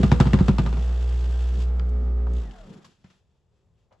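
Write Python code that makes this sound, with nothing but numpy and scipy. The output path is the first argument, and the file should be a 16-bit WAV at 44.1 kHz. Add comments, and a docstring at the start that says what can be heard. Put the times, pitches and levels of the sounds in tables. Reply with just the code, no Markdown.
"""A low hum, and at once a run of plastic clacks and hollow thuds: a vibrating foam roller, shaken by
its off-centre weight at about sixty turns a second, bounces on a gym mat. Two hands steady it and tip
it on end; its loose housing chatters once a turn, except while it is pressed firm. It is switched off,
whines down to rest and is lifted away with a few light bumps in a quiet room."""
import sys
import numpy as np
from scipy import signal
from scipy.fft import rfft, irfft
from scipy.io import wavfile
from scipy.ndimage import uniform_filter1d, map_coordinates

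SR = 44100
rng = np.random.default_rng(int(sys.argv[2]) if len(sys.argv) > 2 else 0)


def master_out(mix):
    """Clip the mix to full scale and print it as 16-bit PCM to the path in sys.argv[1]."""
    frames = np.transpose(np.atleast_2d(mix))
    ceiling = np.clip(frames, -1, 1)
    pcm = np.round(ceiling * 32767).astype(np.int16)
    wavfile.write(sys.argv[1], SR, pcm)


N = 176400
T = np.arange(N) / SR

# motor speed, in turns a second (time [s], speed [Hz])
MOTOR_SPEED = [(0, 63), (.65, 55.9), (.8, 59.9), (1.8, 60.9), (2.15, 59.9), (2.39, 60.0), (2.49, 48.5),
               (2.6, 39), (2.76, 24), (2.95, 4.43)]
# fader of the hum (time [s], level [dB])
HUM_FADER = [(0, -22.5), (.6, -24), (.75, -23), (1.2, -23), (2.38, -23.5), (2.44, -32.5), (2.5, -37),
             (2.55, -55), (2.61, -43), (2.68, -60), (2.95, -80)]
# overtones against the fundamental (multiple of the speed, level lying [dB], level on end [dB])
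HUM_OVERTONES = [(2, -22, -23), (3, -24.5, -21.5), (4, -37, -23.5), (5, -33.5, -33), (6, -30.5, -27.5),
                 (7, -30.5, -24), (8, -30.5, -35.5), (9, -37.5, -31.5), (10, -43, -41), (11, -35, -36.5),
                 (20, -46, -44), (21, -45.5, -36.5), (29, -47, -50.5)]
# faders of bearing whirr, housing chatter, foam scuff and drive whine (time [s], level [dB])
WHIRR_FADER = [(0, -42.5), (.7, -47), (1.1, -48.5), (1.9, -50.5), (2.4, -53), (2.55, -56), (2.75, -54.5),
               (2.87, -66), (2.95, -86)]
CHATTER_FADER = [(0, -44), (.3, -47), (.6, -49), (.85, -47.5), (1.2, -48.5), (1.62, -46.5), (1.72, -61.5),
                 (2.25, -69.5), (2.37, -48.5), (2.48, -59.5), (2.75, -59), (2.95, -68), (3.15, -67.5),
                 (3.3, -79.5)]
SCUFF_FADER = [(0, -27), (.03, -36), (.55, -37), (.75, -40), (1.05, -49), (2.3, -49.5), (2.52, -50.5),
               (2.62, -51.5), (2.75, -48.5), (2.86, -57), (2.96, -66), (3.2, -74.5), (3.4, -97)]
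WHINE_FADER = [(0, -80), (2.38, -76), (2.47, -54), (2.6, -51), (2.68, -58), (2.77, -54), (2.9, -72),
               (3, -95)]
# landings on the mat (time [s], clack trim [dB], thud level [dB], thud pitch [ratio], rebound [ratio])
LANDINGS = [(.031, -2, -1.5, 1.02, 1.23), (.115, 1, 1, 0.93, 0.83), (.200, 4, 2.5, 0.95, 0.71),
            (.254, -12, -8, 0.96, 1.9), (0.269, -12.5, -18, 0.8, 1.1), (.3315, 0.5, 0, 1.02, 1.3),
            (0.387, -9.5, -13.5, 0.41, 1.4), (0.404, -17.5, 1, .98, 0.091), (0.481, -2.5, -3, 1.026, 1.73),
            (.583, -3, -7, 0.96, 1.63), (.661, -9.5, -18.5, 0.81, 0.7), (.726, -13.5, -27, 1.2, 1.3),
            (0.769, -21.5, -24.5, 0.83, .9)]
# ring of the plastic core (frequency [Hz], width [Hz], relative level [dB])
CORE_MODES = [(666, 30, -2), (905, 80, 1), (1000, 35, -7), (1200, 37, 2.5), (1320, 14, -4.5),
              (1427, 59, -6.5), (1654, 35, -6.5), (2231, 45, -9.5), (2582, 47, -14.5), (3343, 92, -11.5)]
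# ring of the hollow body (base frequency [Hz], relative level [dB], T60 [s], first swing [1 out, -1 in])
BODY_MODES = [(92.6, -15, .122, 1), (133.4, -14.5, 0.099, 1), (185.8, -8.5, 0.13, -1),
              (203.2, -14.5, 0.11, -1), (244, -17.5, 0.054, -1), (363.8, -26.5, 0.1, 1),
              (430, -30.5, .06, -1), (524.5, -34.5, 0.16, 1)]
# handling knocks (time [s], tick level [dB], centre [Hz], width [Hz], rise [s], decay [s], thud [dB])
HANDLING_KNOCKS = [(1.796, -31, 2500, 2490, 0.00021, 0.0016, -43),
                   (1.796, -34, 1330, 500, 0.00078, 0.0062, -53),
                   (1.893, -46.5, 7000, 7800, .0004, 0.0023, -48.5),
                   (2.268, -28.5, 940, 400, 0.00061, 0.0047, -48.5),
                   (2.336, -41.5, 8000, 5000, 0.00048, 0.0021, -53),
                   (2.509, -46.5, 2600, 3870, 0.0019, 0.0046, -43),
                   (2.842, -47.5, 3580, 7158, 0.0083, 0.018, -43),
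                   (2.843, -47.5, 1100, 596, 0.0051, 0.015, -55),
                   (3.040, -55, 900, 3500, 0.0035, 0.026, -35),
                   (3.100, -55, 1117, 4055, 0.0021, 0.017, -49.5), (3.906, -55, 708, 650, .01, 0.03, -59),
                   (3.923, -60.5, 2200, 5050, 0.0021, .014, -59)]
# partials of the whine (multiple of the speed, relative level [dB], loss with slowing [dB/Hz])
WHINE_PARTIALS = [(17, 0, 0), (37.5, 3, .6)]
# EQ shapes of the noise layers (frequency [Hz], relative level [dB])
WHIRR_EQ = [(150, -33), (350, 1), (480, 0), (620, 1), (850, 1.5), (1020, -5.5), (1270, -2), (1500, -6),
            (1800, -9), (2200, -14), (4000, -21), (7000, -29), (12000, -35.5)]
CHATTER_EQ = [(300, -10.5), (900, -1.5), (1350, -5), (1750, -1.5), (2200, -7.5), (2550, -1.5), (2780, -0.5),
              (3020, -2.5), (3300, 1), (3600, -0.5), (3900, -4.5), (4700, -4.5), (6000, -7), (8000, -7.5),
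              (12000, -17.5)]
SCUFF_EQ = [(25, -33.5), (60, -17), (120, -5), (195, 2.5), (270, -9.5), (450, -10), (700, -32.5),
            (2000, -50.5)]
AIR_EQ = [(20, -15.5), (45, -5), (85, 1.5), (150, -4), (280, -19), (420, -11.5), (700, -21), (1000, -22),
          (1600, -34.5), (4000, -37.5), (8000, -34.5), (12000, -44.5)]
CLACK_EQ = [(150, -20.5), (400, 4.5), (600, -0.5), (930, 3), (1350, -0.5), (1900, -8.5), (2800, -8.5),
            (4000, -10.5), (5500, -19), (8000, -22), (12000, -33.5)]
# overall tone colour (frequency [Hz], gain [dB])
TONE_EQ = [(15, -11.5), (40, 2.5), (7900, -6.5), (8700, -29.5), (9700, -19), (10600, -6), (12000, -16.5)]

FULL_SPEED_HZ = MOTOR_SPEED[0][1]
SPREAD, LEFT_DB = 0.46, 2  # the roller's stereo width and lean to the left


def amp(db):
    """Decibels to gain."""
    return 10 ** (np.asarray(db) / 20)


def curve(rows):
    """Straight lines through (time, value) rows."""
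    return np.interp(T, *np.array(rows).T)


def unit(x):
    """Scale to rms 1."""
    return x / np.sqrt(np.mean(x ** 2))


def eq(x, points, keep_power=True):
    """Minimum-phase EQ through (Hz, dB) points; keep_power holds white noise at its level."""
    hz, db = np.array(points).T
    bins_hz = np.fft.rfftfreq(2 * N, 1 / SR)
    gain = amp(np.interp(np.log(bins_hz + 1), np.log(hz), db))
    cepstrum = irfft(np.log(unit(gain) if keep_power else gain))
    cepstrum[1:N] *= 2
    cepstrum[N + 1:] = 0
    return irfft(rfft(x, 2 * N) * np.exp(rfft(cepstrum)))[..., :N]


def wander(rate_hz):
    """Smooth random drift of rms 1."""
    hold = int(SR / rate_hz)
    steps = np.repeat(rng.standard_normal(N // hold + 1), hold)
    return unit(uniform_filter1d(uniform_filter1d(steps, hold), hold)[:N])


def stereo(pair, spread=SPREAD, left_db=LEFT_DB):
    """Mid and side to left and right."""
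    sign = np.array([[1], [-1]])
    return (pair[0] + spread * sign * pair[1]) * amp(sign * left_db / 2)


def noise(spread=SPREAD, left_db=LEFT_DB):
    """Stereo white noise."""
    return stereo(rng.standard_normal((2, N)), spread, left_db)


def burst(start, rise, decay):
    """A straight attack and an exponential tail."""
    return np.clip((T - start) / rise, 0, 1) * np.exp(-np.maximum(T - start - rise, 0) / decay)


def resonate(x, hz, width):
    """One resonance, gain 1 at its centre."""
    return signal.lfilter(*signal.iirpeak(hz, hz / width, fs=SR), x)


def shaft_grit(turns, repeat, swell_db):
    """Contact noise that swells once a turn; at speed, a share recurs at the same shaft angle."""
    samples_per_turn = int(SR / FULL_SPEED_HZ)
    surface = rng.standard_normal((2, 4096))
    loop = np.array([map_coordinates(row, [turns % 1 * samples_per_turn], mode="wrap") for row in surface])
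    share = repeat * (curve(MOTOR_SPEED) / FULL_SPEED_HZ) ** 5
    grit = np.sqrt(share) * stereo(loop) + np.sqrt(1 - share) * noise()
    return grit * unit(amp(swell_db * np.cos(2 * np.pi * turns)))


def hum(turns):
    """The off-centre weight shakes the roller; the overtones shift as it is tipped on end."""
    tipped = np.interp(T, (1.815, 1.92), (0, 1))
    tone = np.sin(2 * np.pi * turns + .03 * wander(40)) * amp(.3 * wander(30))
    for multiple, lying_db, on_end_db in HUM_OVERTONES:
        phase = 2 * np.pi * rng.random() + .2 * wander(17)
        level_db = lying_db + (on_end_db - lying_db) * tipped + 1.5 * wander(9)
        tone += amp(level_db) * np.sin(2 * np.pi * multiple * turns + phase)
    pan = amp([[-.25], [.25]])
    return np.sqrt(2) * tone * amp(curve(HUM_FADER)) * pan


def whirr(turns):
    """Motor and bearings roll with an even, midrange grain."""
    grit = shaft_grit(turns, repeat=.55, swell_db=.5)
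    return eq(grit, WHIRR_EQ) * amp(curve(WHIRR_FADER) + 1.1 * wander(25))


def chatter(turns):
    """The loose housing buzzes brightly once a turn and ducks while pressed firm."""
    grit = shaft_grit(turns, repeat=.4, swell_db=3.5)
    return eq(grit, CHATTER_EQ) * amp(curve(CHATTER_FADER) + 1.3 * wander(50))


def scuff():
    """Foam rubs on mat and hands: a dark, uneven rustle."""
    return eq(noise(spread=.18, left_db=0), SCUFF_EQ) * amp(curve(SCUFF_FADER) + 4.2 * wander(25))


def air():
    """A faint, low bed of room tone."""
    return eq(noise(spread=.35, left_db=1), AIR_EQ) * amp(-67.5 + 1.3 * wander(6.5))


def clacks():
    """Each landing cracks the plastic core twice and leaves it rattling and ringing."""
    envelope = np.zeros(N)
    for start, clack_db, *_ in LANDINGS:
        first = burst(start, rise=.002, decay=.0021)
        second = amp(-8) * burst(start + .0084, rise=.0024, decay=.0021)
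        rattle = amp(-11.5) * burst(start, rise=.004, decay=.025)
        envelope += amp(clack_db) * (first + second + rattle)
    crack = amp(-19) * envelope * noise(left_db=1.5)
    # the square root makes up for the power a narrow band loses
    ring = sum(amp(db) * np.sqrt(SR / np.pi / width) * resonate(crack, hz, width)
               for hz, width, db in CORE_MODES)
    return eq(crack, CLACK_EQ) + amp(-7) * ring / np.sqrt(len(CORE_MODES))


def body_ring(start, pitch, attack_s=.0049):
    """The hollow body rings after one push, its attack softened by the foam."""
    live = (T > start) & (T < start + .5)
    age = T[live] - start
    modes = sum(swing * amp(db - 60 * age / t60) * np.sin(2 * np.pi * hz * pitch * age)
                for hz, db, t60, swing in BODY_MODES)
    out = np.zeros(N)
    out[live] = modes * np.sin(np.pi / 2 * np.minimum(age / attack_s, 1)) ** 2
    return out


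def thuds(lag_s=.0035, rebound_s=.0084):
    """Just behind each clack the body thumps, and again on the rebound."""
    out = np.zeros(N)
    for start, _, thud_db, pitch, rebound in LANDINGS:
        push = start + lag_s
        out += amp(thud_db) * (body_ring(push, pitch) + rebound * body_ring(push + rebound_s, pitch))
    return out


def knocks():
    """Fingers, the switch and light bumps tick on the shell and nudge the body into ringing."""
    out = np.zeros((2, N))
    for start, tick_db, hz, width, rise, decay, thud_db in HANDLING_KNOCKS:
        band = unit(resonate(resonate(noise(), hz, width), hz, width))
        out += amp(tick_db) * band * burst(start, rise, decay)
        out += amp(thud_db) * body_ring(start + rise, pitch=1)
    return out


def whine(turns):
    """The drive's whine comes forward at switch-off and dives with the speed."""
    slowing_hz = FULL_SPEED_HZ - curve(MOTOR_SPEED)
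    tone = np.zeros(N)
    for multiple, db, loss in WHINE_PARTIALS:
        level_db = db - loss * slowing_hz + 2.5 * wander(60)
        tone += amp(level_db) * np.sin(2 * np.pi * multiple * turns + .9 * wander(90))
    return tone * amp(curve(WHINE_FADER))


def room(x, wet_db=-12, t60_s=.25, low_cut_hz=105):
    """Short, damped reflections, different on each side."""
    t = T[:SR // 2]
    tail = rng.standard_normal((2, len(t))) * 1000 ** (-t / t60_s) * (t > .004)  # 4 ms pre-delay
    tail = signal.sosfilt(signal.butter(4, low_cut_hz, "high", fs=SR, output="sos"), tail)
    tail /= np.sqrt(np.sum(tail ** 2) / 2)
    return amp(wet_db) * signal.fftconvolve(x, tail, axes=1)[:, :N]


def scene():
    """The roller on its mat, with a little room, over faint air."""
    turns = np.cumsum(curve(MOTOR_SPEED)) / SR
    motor = hum(turns) + whirr(turns) + chatter(turns) + whine(turns)
    roller = motor + clacks() + thuds() + scuff() + knocks()
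    return roller + room(roller) + air()


def record(dry):
    """The sound tilts dark, with a dip near 9 kHz; a steep filter cuts the top."""
    high_cut = signal.ellip(8, .2, 70, 11900, fs=SR, output="sos")
    return signal.sosfilt(high_cut, eq(dry, TONE_EQ, keep_power=False))


dry = scene()
out = record(dry)
master_out(out)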